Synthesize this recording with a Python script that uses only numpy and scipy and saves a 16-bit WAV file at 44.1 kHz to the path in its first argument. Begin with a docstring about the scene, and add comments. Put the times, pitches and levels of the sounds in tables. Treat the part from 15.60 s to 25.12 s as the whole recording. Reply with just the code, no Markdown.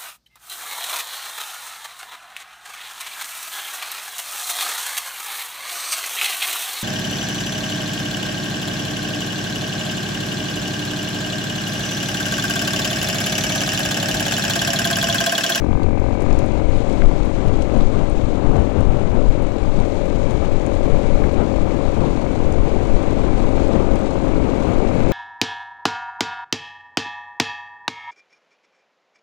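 """A single-cylinder motorcycle cruises on gravel, heard from a microphone on the rider, left channel only.
From the start the exhaust thumps about 44 times a second, each thump led by an intake bark, over valve
clatter, tyre hiss and gusts of wind. By 0.7 s the microphone leaves the windscreen's shelter and the air
hisses more. Flung stones tick on the bike, hardest at 1.4 and 5.6 s. The engine eases a little through
the middle and picks up again from about 8 s."""
import sys
import numpy as np
from scipy import signal
from scipy.fft import rfft, irfft
from scipy.io import wavfile

SR = 44100
rng = np.random.default_rng(int(sys.argv[2]) if len(sys.argv) > 2 else 0)


def wrap_up_sound(samples):
    """Save the sound to the file named by the first command line argument, as 16-bit audio."""
    columns = np.atleast_2d(samples).T
    # keep every value between -1 and 1, then stretch to whole-number steps
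    tamed = np.clip(columns, -1, 1)
    steps = np.round(tamed * 32767).astype(np.int16)
    wavfile.write(sys.argv[1], SR, steps)


N = 419832
TIME = np.arange(N) / SR


def gain_of(db):
    """Decibels to amplitude."""
    return 10 ** (np.asarray(db) / 20)


def unit_rms(x):
    """Scales to an rms of 1."""
    return x / np.sqrt(np.mean(x ** 2) + 1e-20)


def curves(rows):
    """Turns rows of (time, values...) into one automation curve per value column."""
    times, *columns = np.transpose(rows)
    return [np.interp(TIME, times, column) for column in columns]


def wander(hz):
    """Random drift of rms 1 that rolls off above hz."""
    f = np.fft.rfftfreq(N, 1 / SR)
    return unit_rms(irfft(rfft(rng.standard_normal(N)) / (1 + (f / hz) ** 4), N))


def colour(x, points):
    """Shapes x with an EQ curve drawn on a log-frequency axis; rms 1."""
    hz, db = np.transpose(points)
    f = np.fft.rfftfreq(N, 1 / SR)
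    eq_db = np.interp(np.log(f + 1), np.log(hz), db)
    return unit_rms(irfft(rfft(x) * gain_of(eq_db), N))


def ring(x, modes, size=16384):
    """Passes x through a body with steep resonances that ring only after they are struck; rms 1."""
    f = abs(np.fft.fftfreq(size, 1 / SR))
    power = sum((gain_of(db) / (1 + (2 * (f - hz) / width) ** 2)) ** 2 for hz, width, db in modes)
    log_gain = np.log(power + 1e-12) / 2
    minimum_phase = np.exp(np.conj(signal.hilbert(log_gain)))
    response = np.fft.ifft(minimum_phase).real[:size // 2]
    return unit_rms(signal.oaconvolve(x, response)[:N])


def strokes(cycle, at, uneven_db):
    """One impulse each engine cycle, at the fraction `at` of the cycle; no two equally strong."""
    hits = np.diff(np.floor(cycle - at), prepend=np.floor(cycle[0] - at))
    return unit_rms(hits * gain_of(uneven_db * rng.standard_normal(N)))


def puffs(cycle, at, length):
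    """A burst of turbulence each engine cycle, decaying over the fraction `length` of the cycle."""
    return unit_rms(np.exp(-((cycle - at) % 1) / length) * rng.standard_normal(N))


def gravel(grains_per_s=1300, grit_per_s=26):
    """Countless grains crunch under the tyres over a smooth hiss; grit pings off the mudguard."""
    # tyre hiss on the road (time [s], level [dB])
    road_levels = [(0, -54.5), (.4, -52), (.75, -48.5), (1.4, -47), (3.0, -49), (4.0, -49.5), (4.2, -47),
                   (5.15, -47.5), (5.4, -46), (5.9, -48), (8.1, -47), (8.65, -48.5), (9.52, -46)]
    # tone of the crunch (frequency [Hz], level [dB])
    crunch_eq = [(500, -4.5), (1500, -3.5), (3000, 0), (4000, 0), (5200, -7.5), (6800, -5), (7600, -8),
                 (8500, -14), (9600, -16.5), (11000, -28), (12300, -35), (15000, -41)]
    # ring of grit on the mudguard (frequency [Hz], width [Hz], level [dB])
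    grit_modes = [(7000, 1500, -1), (8900, 1300, 0), (10300, 1600, -9)]
    level_db, = curves(road_levels)
    grain_strength = gain_of(4.3 * np.minimum(rng.exponential(1, N), 5))
    grains = grain_strength * rng.choice([-1, 1], N) * (rng.random(N) < grains_per_s / SR)
    crunch = colour(rng.standard_normal(N) + gain_of(-6) * unit_rms(grains), crunch_eq)
    speck_strength = gain_of(3 * np.minimum(rng.exponential(1, N), 3))
    specks = speck_strength * (rng.random(N) < grit_per_s / SR)
    grit = gain_of(level_db - 26) * ring(specks, grit_modes)
    patchy_db = 0.5 * wander(hz=4.6) + wander(hz=45)
    return gain_of(level_db + patchy_db) * crunch + grit


def stones(overtone=1.35, top_hz=10300, attack_s=.0004, t60_s=.01, size=4096):
    """Each flung stone makes a dry tick: a broad crack and two short tones, duller for bigger stones."""
    # stones hitting the bike (time [s], peak [dB], pitch [Hz], share of ring against crack [0-1])
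    hits = [(.128, -32, 2200, .3), (.2322, -33, 3600, .3), (.2325, -39, 7500, .1), (.3997, -39, 7400, .3),
            (.5262, -42, 5000, .3), (.6056, -38, 6700, .2), (.6217, -35, 8400, .4),
            (.7098, -26.5, 1800, .5), (.7278, -32, 5100, .6), (.7896, -31, 6900, .4), (.862, -37, 8900, .4),
            (1.1727, -42, 9100, .7), (1.2638, -38, 5500, .5), (1.2948, -39, 7750, .5),
            (1.327, -35, 6700, .4), (1.4195, -20, 1550, .65), (1.651, -42.5, 9500, .6),
            (1.8761, -43, 9100, .5), (2.0202, -34, 6400, .3), (2.0225, -31, 3000, .2),
            (2.025, -35, 7500, .1), (2.177, -38, 8950, .5), (2.4985, -37, 8600, .8),
            (2.9666, -40, 7600, .3), (3.2065, -38, 6700, .4), (3.823, -43, 8200, .4),
            (4.202, -43, 8000, .2), (4.4568, -39, 7100, .4), (4.708, -37, 6900, .5),
            (5.0645, -31, 6720, .75), (5.1363, -41, 7600, .3), (5.1517, -39, 7750, .3),
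            (5.6385, -21, 1600, .45), (5.726, -42, 8500, .3), (6.02, -43, 9000, .5), (6.924, -33, 6700, .3),
            (7.2715, -37, 6200, .5), (7.428, -38, 6200, .6), (8.08, -40, 7900, .4), (8.357, -36, 7200, .3),
            (8.391, -39, 7900, .4)]
    out = np.zeros(N + size)
    t, f = np.arange(size) / SR, np.fft.rfftfreq(size, 1 / SR)
    envelope = gain_of(-60 * t / t60_s) * (1 - np.exp(-t / attack_s))
    for time, peak_db, hz, ringing in hits:
        band = np.exp(-(np.log2((f + 1) / hz) / .65) ** 2)
        low_shelf = gain_of(-16) / (1 + (f / (2 * hz)) ** 4)
        crack_eq = (band + low_shelf) / (1 + (f / top_hz) ** 7)
        crack = unit_rms(irfft(rfft(rng.standard_normal(size)) * crack_eq))
        tones = sum(np.sin(2 * np.pi * m * t) / (1 + (m / top_hz) ** 30) for m in (hz, overtone * hz))
        tick = (ringing * unit_rms(tones) + (1 - ringing) * crack) * envelope
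        start = round(time * SR)
        out[start:start + size] += gain_of(peak_db) * tick / abs(tick).max()
    return out[:N]


def airflow(eddy_db=2, flutter_db=0.69):
    """Buffet, drum and rush levels in dB: steady flow, smooth gusts and lulls, and small random eddies."""
    # the steady wind bed (time [s], buffet [dB], drum [dB], rush [dB])
    steady_flow = [(0, -20.5, -27, -26.5), (1.1, -21.5, -32.5, -26.5), (2.4, -21, -33.5, -28.5),
                   (3.3, -22, -27, -25.5), (4.1, -22, -33.5, -28.5), (5.4, -21.5, -32.5, -27.5),
                   (7.4, -20.5, -32, -25.5), (8.6, -23.5, -42, -25), (9.52, -20.5, -26, -24)]
    # gusts, or lulls where negative
    # (centre [s], length [s], added buffet [dB], added drum [dB], added rush [dB])
    gusts = [(.26, 0.37, 2.5, 4, 0.5), (0.745, 0.11, 3.5, 5, 1.5), (0.885, 0.13, -3, 4, -2.5),
             (1.167, 0.33, 3.5, 8, -2), (1.472, 0.18, 4, 3.5, 2.5), (1.734, 0.053, 1, -3, -6),
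             (1.875, 0.28, -2.5, 9, 2), (2.184, 0.19, 1, 6.5, 4.5), (2.385, 0.17, 3, 2, 5.5),
             (2.653, 0.064, 0.5, 10.5, 2), (2.86, 0.1, 0, 4.5, 4.5), (2.98, 0.15, 2, 7.5, 4.5),
             (3.19, 0.086, 3, 3.5, 3), (3.292, 0.13, 6.5, 2, -0.5), (3.582, 0.1, 2, 5, 3.5),
             (3.683, 0.21, 1, -17, -1.5), (4.193, 0.13, 6, 9, 2.5), (4.722, 0.14, 5, 2, 2),
             (4.841, 0.056, 7, 7, 5.5), (5.393, 0.28, 4, 1, 1.5), (5.64, 0.11, 7, -3, 3),
             (5.811, 0.12, 2, 6, 5.5), (6.13, 0.19, -7, -9, 2), (6.44, 0.2, 3, 1, 3),
             (6.667, 0.16, 0, -7, 0), (6.997, 0.17, 4.5, 5, -0.5), (7.223, 0.11, -2, 9, 0),
             (7.67, 0.13, 1.5, 2, 2), (7.81, 0.15, 4, -5, 1), (8.172, 0.17, 2, 7, 3.1),
             (8.335, 0.12, 6, 9, 1.5), (8.53, 0.36, -1, -4, -1.5), (8.913, .1, 0, -2, 0.5),
             (9.088, 0.12, -7, 11.5, 3)]
    levels = np.array(curves(steady_flow))
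    for centre, length, *added_db in gusts:
        swell = np.cos(np.pi / 2 * np.clip(2 * (TIME - centre) / length, -1, 1))
        levels += np.outer(added_db, swell)
    buffet_db, drum_db, rush_db = levels
    flutter = flutter_db * wander(hz=17)
    return buffet_db + eddy_db * wander(hz=8.9), drum_db + flutter, rush_db + flutter


def wind(cycle):
    """Large eddies shake the microphone, smaller ones drum on it; rush and hiss throb with each firing."""
    # the hiss swells as the microphone leaves the windscreen's shelter (time [s], level [dB])
    exposure = [(0, -12), (.35, -9), (.55, -5), (.7, 0), (9.5, 0)]
    # tone of each wind layer (frequency [Hz], level [dB])
    buffet_eq = [(1, -29), (5, -3), (22, -1.5), (32, -5), (60, -10.5), (100, -20), (160, -25), (300, -37),
                 (800, -64), (2000, -100)]
    drum_eq = [(25, -28), (65, -2.5), (95, 0.5), (140, -4), (200, -12.5), (400, -34), (1500, -80)]
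    rush_eq = [(30, -23), (110, -3), (170, -1), (260, -1), (400, -1), (560, -6), (800, -11.5),
               (1200, -28.5), (3000, -51), (12000, -87)]
    hiss_eq = [(300, -1.5), (600, -0.5), (800, -3), (1200, -8), (1800, -19), (3000, -23), (6000, -53),
               (12000, -75)]
    thump_eq = [(20, -37), (70, -13), (140, -1.5), (260, -0.5), (450, -11.5), (900, -35), (4000, -86)]
    buffet_db, drum_db, rush_db = airflow()
    exposure_db, = curves(exposure)
    gust_db = rush_db + 0.22 * exposure_db
    throb_db = .9 * np.cos(2 * np.pi * cycle)
    buffet = gain_of(buffet_db) * colour(rng.standard_normal(N), buffet_eq)
    drum = gain_of(drum_db) * colour(rng.standard_normal(N), drum_eq)
    rush = gain_of(gust_db + throb_db - 1.5) * colour(rng.standard_normal(N), rush_eq)
    hiss = gain_of(gust_db + throb_db + exposure_db - 7.5) * colour(rng.standard_normal(N), hiss_eq)
    # strong gusts break up on the housing: their dull thump grows with the square of the rush
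    thump = gain_of(2 * gust_db + 17.5) * colour(rng.standard_normal(N), thump_eq)
    return buffet + drum + rush + hiss + thump


def clatter(cycle):
    """Two valves seat in each cycle and, with the whirr of the chain, ring the engine casing."""
    # clatter of the casing (time [s], level [dB])
    casing_levels = [(0, -49), (.2, -47), (.52, -45.5), (.69, -43.5), (.9, -46.5), (2.5, -50.5),
                     (4.0, -49.5), (5.5, -45.5), (6.0, -48.5), (7.9, -46.5), (8.6, -48.5), (9.52, -42.5)]
    # metallic ring of the casing (frequency [Hz], width [Hz], level [dB])
    casing_modes = [(1600, 720, -5.5), (2048, 160, -2), (2264, 215, 1), (2550, 410, -5.5)]
    level_db, = curves(casing_levels)
    valves = strokes(cycle, at=.4, uneven_db=3) + strokes(cycle, at=.96, uneven_db=3)
    whirr = gain_of(8) * rng.standard_normal(N)
    return gain_of(level_db + 0.59 * wander(hz=24)) * ring(valves + whirr, casing_modes)


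def engine_cycles(slip=.0016):
    """Running count of firings; the rear tyre slips a little on the loose surface, so the speed wavers."""
    # engine speed (time [s], firing rate [Hz])
    speed = [(0.0, 45.15), (0.6, 44.94), (1.0, 44.59), (1.5, 44.78), (2.5, 44.24), (2.9, 43.74),
             (3.3, 44.01), (4.2, 43.75), (4.7, 44.32), (5.1, 43.46), (5.8, 44.26), (6.4, 44.03),
             (7.5, 44.14), (8.4, 45.05), (9.52, 44.73)]
    firing_hz, = curves(speed)
    return np.cumsum(firing_hz * (1 + slip * wander(hz=6))) / SR


def engine(cycle, gear_teeth=34):
    """Each cycle the airbox drones, the intake barks, then the exhaust thumps; a gear whines faintly."""
    # balance of the engine's voices (time [s], exhaust [dB], airbox drone [dB], intake bark [dB])
    voice_levels = [(0, -26.3, -40, -36), (.5, -26, -32, -36.8), (1.0, -28, -31.5, -41),
                    (2.4, -30.3, -34.5, -44.5), (3.0, -29, -33.5, -43.5), (3.8, -30.5, -35, -44.5),
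                    (4.5, -29.7, -30.2, -42.7), (5.0, -29, -30.7, -42.2), (5.4, -28.3, -28, -41.7),
                    (6.0, -29.5, -31.5, -42), (7.0, -29, -32.5, -42), (8.0, -27.7, -29.8, -39.5),
                    (8.6, -27.7, -33.5, -41), (9.52, -25.5, -31, -40)]
    # resonances of the three air passages (frequency [Hz], width [Hz], level [dB])
    airbox_modes = [(442, 45, -3.5), (550, 78, 0), (620, 35, -13)]
    intake_modes = [(715, 50, -8), (752, 60, 0), (797, 55, -2), (880, 140, -8), (980, 110, -5),
                    (1190, 150, -8), (1540, 70, -14), (1700, 70, -17)]
    exhaust_modes = [(62, 70, -2), (225, 45, -6.5), (287, 105, 0), (385, 120, -19), (447, 30, -5.5)]
    exhaust_db, airbox_db, bark_db = curves(voice_levels)
    suck = strokes(cycle, at=-.38, uneven_db=1.2) + gain_of(-11) * puffs(cycle, at=-.38, length=.15)
    gulp = strokes(cycle, at=-.15, uneven_db=1.4) + gain_of(-11) * puffs(cycle, at=-.15, length=.3)
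    blow = strokes(cycle, at=0, uneven_db=1.0) + gain_of(-15) * puffs(cycle, at=0, length=.08)
    airbox = gain_of(airbox_db + 1.3 * wander(hz=6)) * ring(suck, airbox_modes)
    bark = gain_of(bark_db) * ring(gulp, intake_modes)
    exhaust = gain_of(exhaust_db) * ring(blow, exhaust_modes)
    whine = gain_of(-61 + 2.4 * wander(hz=3.7)) * np.sin(2 * np.pi * gear_teeth * cycle)
    return airbox + bark + exhaust + whine


def scene():
    """Bike, wind and road reach one microphone on the left channel; the right is silent."""
    cycle = engine_cycles()
    mix = engine(cycle) + clatter(cycle) + wind(cycle) + gravel() + stones()
    return np.array([mix, np.zeros(N)])


def record(dry):
    """Microphone gain, a soft ceiling on the largest gusts, and a steep high cut."""
    gain_db, ceiling, high_cut_hz = 6, .95, 15250
    loud = gain_of(gain_db) * dry
    limited = loud / (1 + (loud / ceiling) ** 8) ** (1 / 8)
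    lowpass = signal.firwin(511, high_cut_hz, window=("kaiser", 9), fs=SR)
    return signal.oaconvolve(limited, lowpass[None], "same")


dry = scene()
out = record(dry)
wrap_up_sound(out)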